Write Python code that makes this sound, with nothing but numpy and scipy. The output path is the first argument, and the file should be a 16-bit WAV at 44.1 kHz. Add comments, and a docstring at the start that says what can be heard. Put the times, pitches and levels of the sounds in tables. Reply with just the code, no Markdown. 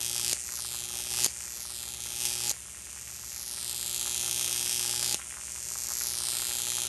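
"""A high-voltage arc climbs two spreading wires in a basement, breaks at the top, restarts at the foot. It
strikes in every mains half cycle: sharp snaps that grow with the gap, over a low drone of hot air. Its echoes
shift as it rises, so the buzz sweeps down in colour; each break stutters and pops. Its feet sputter on the
wires, and hot air rushes around it. A motor and the transformer hum behind."""
import sys
import numpy as np
from scipy import signal
from scipy.io import wavfile
from scipy.ndimage import uniform_filter1d

SR = 44100
rng = np.random.default_rng(int(sys.argv[2]) if len(sys.argv) > 2 else 0)


def master(y):
    """Save y as 16-bit WAV."""
    cut = np.clip(np.atleast_2d(y).T, -1, 1)
    pcm = np.round(cut * 32767)  # scale
    wavfile.write(sys.argv[1], SR, pcm.astype(np.int16))


N = 303408
TIME = np.arange(N) / SR
STRIKES_PER_S = 120.04
FOOT_GAP_M = .042
BAND_LIMIT_HZ = 12060


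def buzz(body_hz=4000, body_q=1.0, foot_body_db=-5.0, body_db_per_m=70):
    """All snaps of the arc, heard through the room; a longer arc has more body."""
    # Spectrum of one snap. Each row: frequency in Hz, relative level in dB.
    snap_spectrum = [(60, -31), (300, -35.5), (600, -25), (850, -21.5), (1100, -25.5), (1700, -15),
                     (2400, -7.5), (3100, -1.5), (5000, 1.5), (7000, 4), (8500, 4.5), (10200, 2),
                     (12000, 2.5)]
    near = strikes()
    times, sizes = np.hstack([near, far_end(*near), stutters()])
    snaps = colour(basement(times, sizes, wet_db=-6.0), snap_spectrum)
    body = signal.lfilter(*signal.iirpeak(body_hz, body_q, SR), snaps)
    body_db = foot_body_db + body_db_per_m * (arc(TIME)[0] - FOOT_GAP_M)
    return snaps + (amp(body_db) - 1) * body


def arc(times, linger=.22, foot_delay_ms=5.5, early_ms_per_m=3.2, early_ms_per_db=.05):
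    """The arc widens, strains, breaks. Returns gap in m, energy and lean in dB, delay in s, sputter dB."""
    # Bounds of the climbs, in seconds.
    breaks_s = [-0.8, 0.334, 1.266, 2.516, 5.149, 7.8]
    # Each row, one climb: strike energy at the foot in dB, grown energy in dB, growth time in seconds,
    # polarity lean in dB, strain before the break in dB, its build-up in seconds, sputter offset in dB.
    climbs = [(-12, -8, .5, -2.5, 3.5, .08, -1), (-15, -11.5, 0.22, 1.2, 10, 0.12, 1),
              (-16, -14, .28, 1.1, 7, .3, -0.5), (-20.5, -6, 1.93, -2.5, 1.5, 0.027, 0),
              (-18, -7, 1.01, 2, 0, .1, 4)]
    # Spread of the wires. Each row: share of the height, gap in m.
    wires = [(0, .042), (.23, .054), (.38, .084), (.62, .109), (.92, .13), (1, .15)]
    # The arc catches on a wire and stretches: time in seconds, strain in dB, half length in seconds.
    snag = (2.25, 6, .065)
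    snag_s, snag_db, snag_half_s = snag
    climb = np.searchsorted(breaks_s, times) - 1
    start, end = np.take(breaks_s, climb), np.take(breaks_s, climb + 1)
    foot_db, grown_db, grow_s, lean_db, break_db, build_s, sputter_db = np.array(climbs)[climb].T
    age_s, length_s = times - start, end - start
    height = (age_s / length_s) ** (length_s ** linger)  # a slow climb lingers at the foot
    gap_m = np.interp(height, *np.transpose(wires))
    grown = np.sin(np.pi / 2 * np.minimum(age_s / grow_s, 1)) ** 2
    strain_db = break_db * np.exp(-((end - times) / build_s) ** 2)
    strain_db += snag_db * np.exp(-((times - snag_s) / snag_half_s) ** 2)
    energy_db = foot_db + (grown_db - foot_db) * grown + strain_db
    # A longer or strained arc strikes earlier in its half cycle.
    delay_ms = foot_delay_ms - early_ms_per_m * (gap_m - FOOT_GAP_M) - early_ms_per_db * strain_db
    return gap_m, energy_db, lean_db * grown, delay_ms / 1000, sputter_db + .34 * energy_db


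def strikes(scatter_db=1.5, jitter_s=3.6e-5):
    """Time and size of the strike in each half cycle; the two polarities differ in strength."""
    # Flares and misfires. Each row: time in seconds, level change in dB.
    odd_strikes = [(0.247, 2.4), (0.872, -7), (1.246, 4.2), (1.871, -5), (1.955, -7), (2.255, 4.5),
                   (3.737, -7), (4.304, -7), (5.878, -13), (6.703, 4)]
    half_cycle = np.arange(int(N / SR * STRIKES_PER_S))
    start = half_cycle / STRIKES_PER_S
    _, energy_db, lean_db, delay_s, _ = arc(start + .005)
    times = start + delay_s
    chance_db = scatter_db * rng.standard_normal(len(times))
    for when, change_db in odd_strikes:
        chance_db[np.argmin(abs(times - when))] = change_db
    times += jitter_s * rng.standard_normal(len(times))
    return times, amp(energy_db + lean_db * (-1) ** half_cycle + chance_db)


def writhing_gap(times, spread):
    """The channel writhes: its span in m, off by a random share in each half cycle."""
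    half_cycle = (times * STRIKES_PER_S).astype(int)
    chance = rng.standard_normal(int(N / SR * STRIKES_PER_S) + 1)
    return arc(times)[0] * (1 + spread * chance[half_cycle])


def far_end(times, sizes, foot_share=.7, fade_power=.65, blur=.07):
    """The arc's far end arrives one gap later, weaker and smeared: a comb that falls as the gap widens."""
    gap_m = writhing_gap(times, spread=.02)
    crossing_s = gap_m / 343
    share = foot_share * (FOOT_GAP_M / gap_m) ** fade_power
    arrivals = [times + crossing_s * (1 + blur * side) for side in (-1, 0, 1)]
    parts = [share * weight * sizes for weight in (.25, .5, .25)]
    return np.concatenate(arrivals), np.concatenate(parts)


def stutters(chain_hz=6700, unevenness=.097):
    """An overstretched arc fires fast chains of sparks, each chain dying away."""
    # Each row: start in seconds, energy of the first spark in dB, chain length in ms.
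    chains = [(.3133, -14, 0.25), (0.3316, -5, 0.4), (1.2376, -19, 0.45), (1.245, -3, 1.2),
              (1.2538, -20, 0.94), (1.2620, -6, 0.36), (2.4794, -14, .8), (2.4952, -7.5, 0.99),
              (2.504, -26, 1.1), (2.5135, -10, 0.67), (5.126, -8, 0.35), (5.1447, -1.5, 0.16)]
    times, sizes = [], []
    for start, db, length_ms in chains:
        length_s = length_ms / 1000
        age = np.arange(0, length_s, 1 / chain_hz)
        times.append(start + age + unevenness / chain_hz * rng.standard_normal(len(age)))
        sizes.append(amp(db) * np.cos(np.pi / 2 * age / length_s))
    return np.concatenate(times), np.concatenate(sizes)


def drone(gain_db=-57.5, energy_slope=.98, db_per_doubling=5.5):
    """The hot channel swells every half cycle; a stronger or longer arc moves more air."""
    # Each row: multiple of the strike rate, relative level in dB.
    harmonics = [(1, 1), (2, -4.5), (3, 0), (5, -10.5), (7, -6.5)]
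    gap_m, energy_db, _, delay_s, _ = uniform_filter1d(np.array(arc(TIME)), size=400)
    swell_db = energy_slope * energy_db + db_per_doubling * np.log2(gap_m / FOOT_GAP_M)
    turns = (TIME - delay_s) * STRIKES_PER_S
    wave = sum(amp(db) * np.cos(2 * np.pi * k * turns) for k, db in harmonics)
    return amp(gain_db + swell_db) * np.sqrt(2) * wave


def sputter(small_db=-45.5, loud_gain_db=1.5, spread_db=5.0, cycles=2.32, count=700):
    """Dull crackles from the arc's feet, a few cycles each; some are loud."""
    # Loudest crackles. Each row: time in seconds, level in dB before loud_gain_db.
    loud_crackles = [(0.4907, -30), (1.4074, -32), (2.8907, -44), (3.3397, -42), (3.9403, -35),
                     (4.0561, -35), (4.564, -33.5), (5.2148, -31), (5.7561, -32), (6.0135, -29)]
    # Crackle pitches in Hz.
    pitches_hz = [1850, 2270, 1237]
    when, chance = rng.random((count, 2)).T
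    times = when * N / SR
    sputter_db = arc(times)[-1]
    sizes = amp(sputter_db + small_db + spread_db * np.minimum(-np.log(1 - chance), 3))
    loud_s, loud_db = np.transpose(loud_crackles)
    times, sizes = np.r_[loud_s, times], np.r_[amp(loud_db + loud_gain_db), sizes]
    kind = np.arange(len(times)) % len(pitches_hz)
    out = np.zeros(N)
    for k, hz in enumerate(pitches_hz):
        t = TIME[:int(cycles / hz * SR)]
        grain = np.hanning(len(t)) * np.sin(2 * np.pi * hz * t)
        impulses = basement(times[kind == k], sizes[kind == k], wet_db=-15.5, paths=400)
        out += signal.oaconvolve(impulses, grain)[:N]
    return out


def frying(gain_db=-49.5, spread_db=5.0, db_per_doubling=7.0, count=2500):
    """Dense tiny grains of hot air rushing around the arc, fuller on a long arc."""
    # Each row: frequency in Hz, relative level in dB.
    crackle_spectrum = [(150, -10.5), (400, -2.5), (680, -3.5), (850, 2.5), (1050, -9), (1350, 1),
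                        (1800, -11), (2600, 1.5), (4500, -21), (12000, -32)]
    when, chance = rng.random((count, 2)).T
    times = when * N / SR
    gap_m, *_, sputter_db = arc(times)
    db = gain_db + sputter_db + db_per_doubling * np.log2(gap_m / FOOT_GAP_M)
    db += spread_db * np.minimum(-np.log(1 - chance), 4)
    sizes = amp(db) * rng.choice([-1, 1], count)
    return colour(basement(times, sizes, wet_db=-13.5, paths=150), crackle_spectrum)


def pops(push_s=.00039, rise_s=.00023):
    """The fresh arc shoves the air aside: a short push, a longer suck."""
    # Each row: time in seconds, peak in dB.
    restarts = [(0.3304, -28), (1.262, -23), (2.5107, -29.5), (5.1448, -26.5)]
    times, db = np.transpose(restarts)
    t = TIME[:SR // 20]
    shove = (1 - t / push_s) * np.exp(-t / push_s)
    shove = signal.lfilter([1], [1, -np.exp(-1 / (rise_s * SR))], shove)
    return signal.oaconvolve(basement(times, amp(db), wet_db=-29.0), shove / shove.max())[:N]


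def basement(times, sizes, wet_db, t60_s=.24, tail_s=.2, drift_ms_per_m=5., paths=1100):
    """Impulses plus wall reflections; each echo path shifts as the arc climbs and sways."""
    # Early echoes. Each row: delay in ms, extra delay in ms per m of gap, gain.
    echoes = [(1.92, 3.8, .19), (3.71, .1, .17), (4.5, 2.4, .11), (4.92, .2, .1), (5.65, 2.2, .08)]
    # Spectrum off the walls. Each row: frequency in Hz, relative level in dB.
    wall_spectrum = [(100, 11), (800, 14.5), (2500, 7.5), (5000, 5), (8000, -1), (12000, -7.5)]
    gap_m = writhing_gap(times, spread=.11)[:, None]
    times, sizes = times[:, None], sizes[:, None]
    echo_ms, echo_ms_per_m, echo_gain = np.transpose(echoes)
    early = clicks(times + (echo_ms + echo_ms_per_m * gap_m) / 1000, sizes * echo_gain)
    late_s = .001 + (np.arange(paths) + rng.random(paths)) * tail_s / paths
    late_gain = rng.choice([-1, 1], paths) * amp(-60 * late_s / t60_s)
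    late_gain /= np.linalg.norm(late_gain)
    late_ms_per_m = drift_ms_per_m * rng.uniform(-1.04, 1, paths)
    tail = clicks(times + late_s + late_ms_per_m * gap_m / 1000, sizes * late_gain)
    return clicks(times, sizes) + early + amp(wet_db) * colour(tail, wall_spectrum)


def hum_and_air(air_db=-51.5):
    """Steady motor and transformer tones beat over faint room noise."""
    # Each row: frequency in Hz, rms level in dB.
    hum_tones = [(59.2, -65), (70.0, -60), (84.3, -68), (118.4, -69), (177.6, -68.5), (200.5, -73.5),
                 (360.7, -90)]
    # Still basement air. Each row: frequency in Hz, relative level in dB.
    air_spectrum = [(50, 1), (110, 3), (200, -5.5), (400, -6.5), (800, -10), (1400, -10), (2500, -2),
                    (6000, -10), (12000, -3.5)]
    hum = sum(amp(db) * np.sin(2 * np.pi * (hz * TIME + rng.random())) for hz, db in hum_tones)
    return np.sqrt(2) * hum + amp(air_db) * colour(rng.standard_normal(N), air_spectrum)


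def amp(db):
    """Decibels to gain."""
    return 10 ** (np.asarray(db) / 20)


def colour(x, spectrum, size=4096):
    """Minimum-phase filter through (Hz, dB) points, unit energy below the band limit."""
    hz, db = np.transpose(spectrum)
    bins_hz = abs(np.fft.fftfreq(size, 1 / SR))
    gain = amp(np.interp(np.log(bins_hz + 1), np.log(hz), db))
    gain /= np.sqrt(np.mean(gain ** 2 * (bins_hz < BAND_LIMIT_HZ)))
    response = np.exp(np.conj(signal.hilbert(np.log(gain))))
    taps = np.fft.ifft(response).real
    return signal.oaconvolve(x, taps[:size // 2])[:N]


def clicks(times, sizes, oversample=4):
    """Impulses placed finer than a sample."""
    at = np.maximum(np.round(np.ravel(times) * SR * oversample), 0).astype(int)
    fine = np.bincount(at, np.ravel(sizes), N * oversample)[:N * oversample]
    return oversample * signal.resample_poly(fine, 1, oversample)


def scene():
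    """Arc and room, mono."""
    return (buzz() + drone() + sputter() + frying() + pops() + hum_and_air())[None]


def record(dry, capsule_hz=7000, ceiling=.9, low_cut_hz=50, notch_hz=7850, notch_width_hz=170):
    """A small microphone: the capsule smears snaps, peaks saturate; low cut, narrow notch, band limit."""
    smeared = 2 * signal.lfilter(*signal.iirnotch(capsule_hz, .5, SR), dry) - dry  # all-pass
    rounded = ceiling * np.tanh(smeared / ceiling)
    thinned = signal.sosfilt(signal.butter(8, low_cut_hz, "high", fs=SR, output="sos"), rounded)
    notched = signal.lfilter(*signal.iirnotch(notch_hz, notch_hz / notch_width_hz, SR), thinned)
    low_pass = signal.firwin(601, BAND_LIMIT_HZ, window=("kaiser", 7), fs=SR)
    return signal.oaconvolve(notched, low_pass[None], "same")


dry = scene()
out = record(dry)
master(out)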